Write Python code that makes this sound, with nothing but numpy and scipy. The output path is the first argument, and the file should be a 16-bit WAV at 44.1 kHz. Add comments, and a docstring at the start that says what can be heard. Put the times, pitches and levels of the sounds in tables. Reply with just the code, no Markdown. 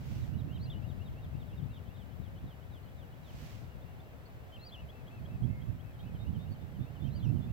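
"""Larks sing over an open heath: runs of small whistles, and three louder up-and-over calls.
Each note is an almost pure tone that slides in pitch, made by the bird's voice box.
Gusts of wind rumble and thump on the microphone's two openings, and twice a hand brushes the camera.
Underneath are the murmur of far countryside, a breeze in the grass and a faint hiss."""
import sys
import numpy as np
from scipy import signal
from scipy.fft import rfft, irfft
from scipy.io import wavfile
from scipy.ndimage import uniform_filter1d

SR = 44100
rng = np.random.default_rng(int(sys.argv[2]) if len(sys.argv) > 2 else 0)


def dump(signal):
    """Clip the signal to [-1, 1] and save it as 16-bit WAV at the path in sys.argv[1]."""
    limited = np.clip(np.atleast_2d(signal).T, -1, 1)
    pcm = np.round(limited * 32767).astype(np.int16)
    wavfile.write(sys.argv[1], SR, pcm)


N = 331632
TIME = np.arange(N) / SR

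# All table levels are relative. A pan_db is left minus right, so above 0 leans left.
# The basic shapes of the small song notes. Columns: time_s, pitch_hz, level_db
RISE_NOTE = [(0, 2640, -11), (.016, 2740, -3), (.035, 2950, 0), (.044, 2860, -9)]
HOOK_NOTE = [(0, 3950, -12), (.017, 3900, -1), (.026, 3830, 0), (.043, 3150, -3), (.052, 2920, -13)]
SLIDE_NOTE = [(0, 4060, -11), (.03, 3710, -1.5), (.052, 3330, 1.5), (.078, 2900, 1), (.1, 2580, -21)]
FLICK_NOTE = [(0, 3080, -9), (.022, 3020, 0), (.038, 3520, -1), (.045, 3300, -12)]
PIP_NOTE = [(0, 2915, -2), (.01, 3305, -0.5), (.018, 3340, 7), (.026, 3470, -10)]
ARCH_NOTE = [(0, 2490, -8), (.022, 2640, -1), (.05, 2690, 0), (.078, 2610, -1), (.102, 2400, -9)]
LIFT_NOTE = [(0, 3470, -5), (.008, 3530, 0), (.035, 3580, 1.5), (.052, 3700, -2), (.063, 3820, -14)]
DROP_NOTE = [(0, 3280, -9), (.016, 3180, 0), (.028, 3020, -1), (.042, 2750, -12)]
# The rhythm of each phrase. 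Keys: start (s), period (s), slowing (s added per beat), count
QUICK_RHYTHM = dict(start=.21, period=.1645, slowing=.00112, count=11)
SLOW_RHYTHM = dict(start=1.456, period=.2497, slowing=0, count=8)
LILTING_RHYTHM = dict(start=3.627, period=.1795, slowing=0, count=14)
TRIPLE_RHYTHM = dict(start=5.932, period=.2022, slowing=0, count=9)
# How the notes swell and fade through a phrase. Columns: time_s, level_db
QUICK_LEVELS = [(.2, -71), (.4, -66.5), (.7, -67), (1.05, -67), (1.4, -68.5), (1.95, -70.5)]
SLOW_LEVELS = [(1.45, -72.5), (1.75, -68), (2.3, -72), (2.72, -67.5), (3, -72), (3.25, -68)]
PIP_LEVELS = [(3.65, -80), (4, -69), (4.35, -81), (4.85, -59.5), (5.3, -67), (6, -64.5)]
ARCH_LEVELS = [(3.65, -72.5), (4.35, -80), (4.65, -65), (5.3, -69.5), (5.55, -73.5), (6, -71)]
TRIPLE_LEVELS = [(5.95, -71), (6.35, -65), (6.6, -74.5), (6.8, -70.5), (7.45, -68.5)]
# The basic shapes of the loud call's three notes. 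Columns: time_from_peak_s, pitch_hz, level_db
OPENING_NOTE = [(-.039, 3095, -15), (-.024, 3090, -6), (0, 3200, -3), (.01, 2800, -6.5), (.019, 2440, -14)]
SUMMIT_NOTE = [(-.06, 3810, -12), (-.04, 4140, -11.5), (-.018, 4280, -5.5), (-.001, 4810, -4.5),
               (.001, 4770, -4.5), (0.02, 3990, -7), (.031, 4100, -17)]
CLOSING_NOTE = [(-.008, 3230, -1), (0, 3660, -1.5), (.014, 3260, -0.5), (.03, 2926, -6.5),
                (.046, 2810, -9.5), (.069, 2980, -6.5), (0.081, 2880, -16)]
# The loud calls. Columns: peak_s, climb_s, hold_s, summit_ratio, closing_ratio, level_db, octave_db
CALLS = [(.643, 0.044, 0.0024, 1.016, 1.005, -55.5, -32), (4.669, .068, .014, 1.01, .99, -53, -27),
         (7.171, .054, .021, 0.975, .91, -59.5, -11.5)]
# Single far whistles. Columns: start_s, length_s, top_pitch_hz, level_db
LONE_NOTES = [(2.826, .026, 4230, -76), (4.253, .026, 4520, -71), (5.48, 0.15, 2160, -65.5),
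              (6.503, .044, 4550, -70.5)]
# The strength of the wind as it comes and goes. Columns: time_s, level_db, pan_db
WIND_LEVELS = [(0.0, -43.5, -4), (0.42, -39.5, -11.5), (0.92, -43.5, 11), (1.15, -46, 2.5),
               (1.57, -44.5, 6.5), (2.14, -48.5, 14.5), (2.47, -48, -8.0), (2.51, -53, 7.5),
               (3.47, -47.5, 3.5), (3.54, -49.5, 9), (4.86, -55, 0), (5.01, -52.5, 5), (5.34, -41.5, -12),
               (5.38, -46.5, 11), (5.44, -35.5, -14), (5.61, -42.5, -6.5), (5.7, -39.5, -12),
               (5.84, -50.5, 7.5), (6.16, -41, -9), (6.99, -47.5, -6.5), (7.04, -34.5, -21),
               (7.14, -41, -6.5), (7.31, -33, -13.5), (7.52, -42.5, -9)]
# Single swirls of air that thump the microphone. Columns: peak_s, level_db, pan_db
WIND_THUMPS = [(1.62, -40.5, 12), (2.2, -44.5, 13), (2.45, -40.5, -2), (3.44, -44.5, -10.5),
               (4.84, -50.5, -5), (5.22, -47, -8), (6.3, -37, -24), (6.38, -40.5, -6), (6.5, -42, -11),
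               (6.81, -38.5, -14)]
# Strokes of a hand on the camera. Columns: peak_s, half_width_s, level_db
HAND_STROKES = [(.145, 0.16, -63.5), (3.455, 0.17, -61.5)]
# The tone colour of each noise, from bass to treble. Columns: frequency_hz, level_db
WIND_COLOUR = [(20, -32), (40, -10.5), (60, -3), (90, -0.5), (130, -1.5), (190, -10.5), (270, -18),
               (400, -34), (800, -66.5), (2000, -74)]
HAND_COLOUR = [(300, -3), (800, -1), (1500, -2), (2500, 0), (4000, -4.5), (6000, -6.5), (8000, -12.5),
               (9500, -19), (12500, -13), (15500, -13.5)]
COUNTRY_COLOUR = [(60, -2), (150, 0), (350, -1.5), (650, 0), (850, -4.5), (1050, -9), (1400, -12),
                  (2000, -15), (3000, -17.5), (4500, -26), (7000, -35), (10000, -45)]
BREEZE_COLOUR = [(60, -2), (350, -.5), (650, 0), (850, -4.5), (1050, -6.6), (1400, -7.2), (2000, -8.8),
                 (3000, -15), (4500, -25), (7000, -31), (10000, -45)]
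HISS_COLOUR = [(100, 5), (1000, 2), (4000, -2.5), (6800, -5.5), (7700, -3.5), (9200, -8), (10500, -5.8),
               (12200, 0), (15500, 1.5)]


def larks():
    """Four phrases, each taking turns between two or three notes, plus loud calls and lone whistles."""
    hooks = note_run(HOOK_NOTE, QUICK_RHYTHM, QUICK_LEVELS, after_s=0, first=1.01, last=.94, db=1)
    rises = note_run(RISE_NOTE, QUICK_RHYTHM, QUICK_LEVELS, after_s=-.058, first=1.01, last=.955, db=2.2)
    slides = note_run(SLIDE_NOTE, SLOW_RHYTHM, SLOW_LEVELS, after_s=0, first=1, last=1, db=0)
    flicks = note_run(FLICK_NOTE, SLOW_RHYTHM, SLOW_LEVELS, after_s=.147, first=1.02, last=.97, db=-1.8)
    pips = note_run(PIP_NOTE, LILTING_RHYTHM, PIP_LEVELS, after_s=.0027, first=1.09, last=.97, db=-1.5)
    arches = note_run(ARCH_NOTE, LILTING_RHYTHM, ARCH_LEVELS, after_s=.037, first=1.06, last=.98, db=.5)
    drops = note_run(DROP_NOTE, TRIPLE_RHYTHM, TRIPLE_LEVELS, after_s=0, first=1.035, last=.96, db=.8)
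    lifts = note_run(LIFT_NOTE, TRIPLE_RHYTHM, TRIPLE_LEVELS, after_s=.053, first=1.05, last=.97, db=.5)
    low_rises = note_run(RISE_NOTE, TRIPLE_RHYTHM, TRIPLE_LEVELS,
                         after_s=.113, first=1.02, last=.925, db=1)
    near = place(loud_calls(), pan_db=2, lag_ms=.027) + place(pips, pan_db=3, lag_ms=.018)
    far = place(hooks + rises + low_rises + drops, pan_db=.5, lag_ms=.03)
    far += place(slides + flicks, pan_db=.9, lag_ms=.002)
    far += place(arches, pan_db=2.3, lag_ms=.07)
    far += place(lifts, pan_db=-3.6, lag_ms=.088)
    far += place(lone_whistles(), pan_db=-2.5, lag_ms=.16)
    return heath_echo(near, echo_db=-16, fade_s=.25) + heath_echo(far, echo_db=-9.5, fade_s=.4)


def whistle(shape, ratio=1, octave_db=-26, waver=.008, flutter_db=2.4, beak_hz=5300, beak_width_hz=750):
    """One note from the voice box: a sliding, slightly shaky tone with a weak one an octave above."""
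    times, hz, db = np.transpose(shape)
    t = np.arange(times[0], max(times[-1], times[0] + .01), 1 / SR)
    glide = uniform_filter1d(np.interp(t, times, hz), size=180, mode="nearest")
    pitch = ratio * glide * (1 + waver * wobble(350, len(t)))
    phase = 2 * np.pi * np.cumsum(pitch) / SR
    soft_edges = np.clip(np.minimum(t - t[0], t[-1] - t) / .0015, 0, 1)
    loudness = soft_edges * gain(np.interp(t, times, db) + flutter_db * wobble(230, len(t)))
    # the octave gets out only near the pitch at which the open beak rings
    octave = gain(octave_db) / (1 + ((2 * pitch - beak_hz) / beak_width_hz) ** 6)
    return np.sqrt(2) * loudness * (np.sin(phase) + octave * np.sin(2 * phase))


def note_run(shape, rhythm, levels, after_s, first, last, db, scatter_db=1):
    """A bird repeats one note after_s from each beat; its pitch ratio goes from first to last."""
    out = np.zeros(N)
    starts = beat_times(**rhythm) + after_s
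    ratios = last + (first - last) * np.linspace(1, 0, len(starts)) ** 1.76  # sinks fastest early on
    swell_db = db + np.interp(starts, *np.transpose(levels))
    notes_db = swell_db + scatter_db * rng.standard_normal(len(starts))
    for start, ratio, level_db in zip(starts, ratios, notes_db):
        add(out, start, gain(level_db) * whistle(shape, ratio))
    return out


def beat_times(start, period, slowing, count, pause_s=.026, build_beats=.8):
    """The beats of a phrase, even or slowly dragging; the bird hesitates before the last one."""
    beat = np.arange(count)
    hesitation = pause_s * np.exp((beat - beat[-1]) / build_beats)
    return start + period * beat + slowing * beat ** 2 / 2 + hesitation


def loud_calls(waver=.0093, opening_lead_s=.034, closing_lag_s=.063):
    """A short opening note, a climb to a briefly held peak, and a closing note that swoops down."""
    out = np.zeros(N)
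    for peak_s, climb_s, hold_s, summit_ratio, closing_ratio, db, octave_db in CALLS:
        times, hz, level_db = np.transpose(SUMMIT_NOTE)
        times = np.where(times < 0, times * climb_s / -times[0], times)  # set the climb's length
        times += np.sign(times) * hold_s / 2  # linger at the top
        notes = [(peak_s + times[0] - opening_lead_s, OPENING_NOTE, 1),
                 (peak_s, np.transpose([times, hz, level_db]), summit_ratio),
                 (peak_s + closing_lag_s, CLOSING_NOTE, closing_ratio)]
        for at, shape, ratio in notes:
            add(out, at + shape[0][0], gain(db) * whistle(shape, ratio, octave_db, waver))
    return out


def lone_whistles(pitch_sag=.07, fade_db=11):
    """Single far notes, highest and loudest in the middle."""
    out = np.zeros(N)
    from_middle = np.linspace(-1, 1, 9)
    for start, length, top_hz, db in LONE_NOTES:
        times = length * (from_middle + 1) / 2
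        pitch = top_hz * (1 - pitch_sag * from_middle ** 2)
        level_db = db - fade_db * from_middle ** 4
        add(out, start, whistle(np.transpose([times, pitch, level_db])))
    return out


def heath_echo(x, echo_db, fade_s):
    """Ground and bushes scatter a thin echo, different in each ear, that drops 60 dB in fade_s."""
    t = np.arange(SR) / SR
    tail = rng.standard_normal((2, SR)) * 10 ** (-3 * t / fade_s) * (t > .004)
    tail /= np.sqrt(np.sum(tail ** 2, axis=1, keepdims=True))
    return x + gain(echo_db) * signal.fftconvolve(x, tail, axes=1)[:, :N]


def wind(flutter_db, brighten, suction, split_hz, db):
    """Air swirls separately at each microphone opening; stronger gusts sound brighter."""
    times, level_db, pan_db = np.transpose(WIND_LEVELS)
    power = wind_power(np.interp(TIME, times, level_db), np.interp(TIME, times, pan_db))
    for peak_s, thump_db, thump_pan_db in WIND_THUMPS:
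        power += wind_power(thump_db, thump_pan_db) * bump(peak_s, half_width_s=.026)
    sides = []
    for force in gain(db) * np.sqrt(power):
        swirls = noise(WIND_COLOUR) * gain(flutter_db * wobble(30))
        swirls -= suction * (np.hypot(swirls, 1) - 1)  # the air pulls harder than it pushes
        # faster air trades big slow swirls for small quick ones
        speed = (force / force.mean()) ** brighten
        slow = signal.sosfiltfilt(signal.butter(2, split_hz, fs=SR, output="sos"), swirls)
        quick = swirls - slow
        sides.append(force * (slow / speed + speed * quick))
    # the microphone does not follow the slowest pressure changes
    return signal.sosfiltfilt(signal.butter(2, 28, "high", fs=SR, output="sos"), np.array(sides))


def wind_power(level_db, pan_db):
    """Share the wind's power between the left and right openings."""
    shares = gain([pan_db, -pan_db]).reshape(2, -1)
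    return gain(level_db) ** 2 * shares / shares.mean(axis=0)


def hand_brushes(grain_db, db):
    """Skin and cloth slide over the camera body: a grainy hush, different on each side."""
    pressure = sum(gain(level_db + db) * bump(peak_s, half_width_s)
                   for peak_s, half_width_s, level_db in HAND_STROKES)
    rub = [noise(HAND_COLOUR) * gain(grain_db * wobble(300) + side_db) for side_db in (-1.5, 1.5)]
    return pressure * np.array(rub)


def country_murmur(db):
    """Far countryside murmurs from one side, its level drifting gently."""
    return place(noise(COUNTRY_COLOUR) * gain(db + .8 * wobble(3)), pan_db=-.3, lag_ms=.23)


def grass_breeze(db):
    """A breeze stirs the grass all round, so each ear gets its own noise."""
    return np.array([noise(BREEZE_COLOUR) * gain(db + .11 * wobble(21)) for _ in range(2)])


def microphone_hiss(db, pan_db):
    """The microphone's own steady hiss, a little louder on one side."""
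    return np.array([gain(db + side * pan_db / 2) * noise(HISS_COLOUR) for side in (1, -1)])


def gain(db):
    """Turn decibels into a number to multiply by."""
    return 10 ** (np.asarray(db) / 20)


def wobble(rate_hz, count=N):
    """A smooth random wander, about 1 in size, that picks rate_hz new values a second."""
    hold = max(int(SR / rate_hz), 1)
    steps = np.repeat(rng.standard_normal(count // hold + 1), hold)
    return 1.01 * uniform_filter1d(uniform_filter1d(steps, hold), hold)[:count]


def noise(colour):
    """Noise with the given tone colour and a typical size of 1."""
    hz, db = np.transpose(colour)
    frequencies = np.arange(N // 2 + 1) * SR / N
    weights = gain(np.interp(np.log(frequencies + 1), np.log(hz), db))
    x = irfft(rfft(rng.standard_normal(N)) * weights, N)
    return x / x.std()


def bump(peak_s, half_width_s):
    """A smooth rise and fall, 1 at its top."""
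    return np.exp(-((TIME - peak_s) / half_width_s) ** 2)


def place(x, pan_db, lag_ms):
    """Put a sound off centre: louder on one side, and reaching the left lag_ms later."""
    frequencies_khz = np.arange(N // 2 + 1) * SR / N / 1000
    left = irfft(rfft(x) * np.exp(-2j * np.pi * frequencies_khz * lag_ms), N)
    return np.array([left * gain(pan_db / 2), x * gain(-pan_db / 2)])


def add(track, start_s, x):
    """Mix x into the track from start_s on."""
    i = max(int(start_s * SR), 0)
    track[i:i + len(x)] += x[:max(N - i, 0)]


def scene():
    """Mix the larks, the wind, the hand and the quiet background."""
    gusts = wind(flutter_db=2.5, brighten=.27, suction=.32, split_hz=95.5, db=2.76)
    background = country_murmur(db=-59.4) + grass_breeze(db=-60.7) + microphone_hiss(db=-68.8, pan_db=3)
    return larks() + gusts + hand_brushes(grain_db=1.5, db=3.5) + background


def record(dry):
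    """Cut away the highest treble, above 15900 Hz."""
    return signal.sosfilt(signal.ellip(12, .1, 70, 15900, fs=SR, output="sos"), dry)


dry = scene()
out = record(dry)
dump(out)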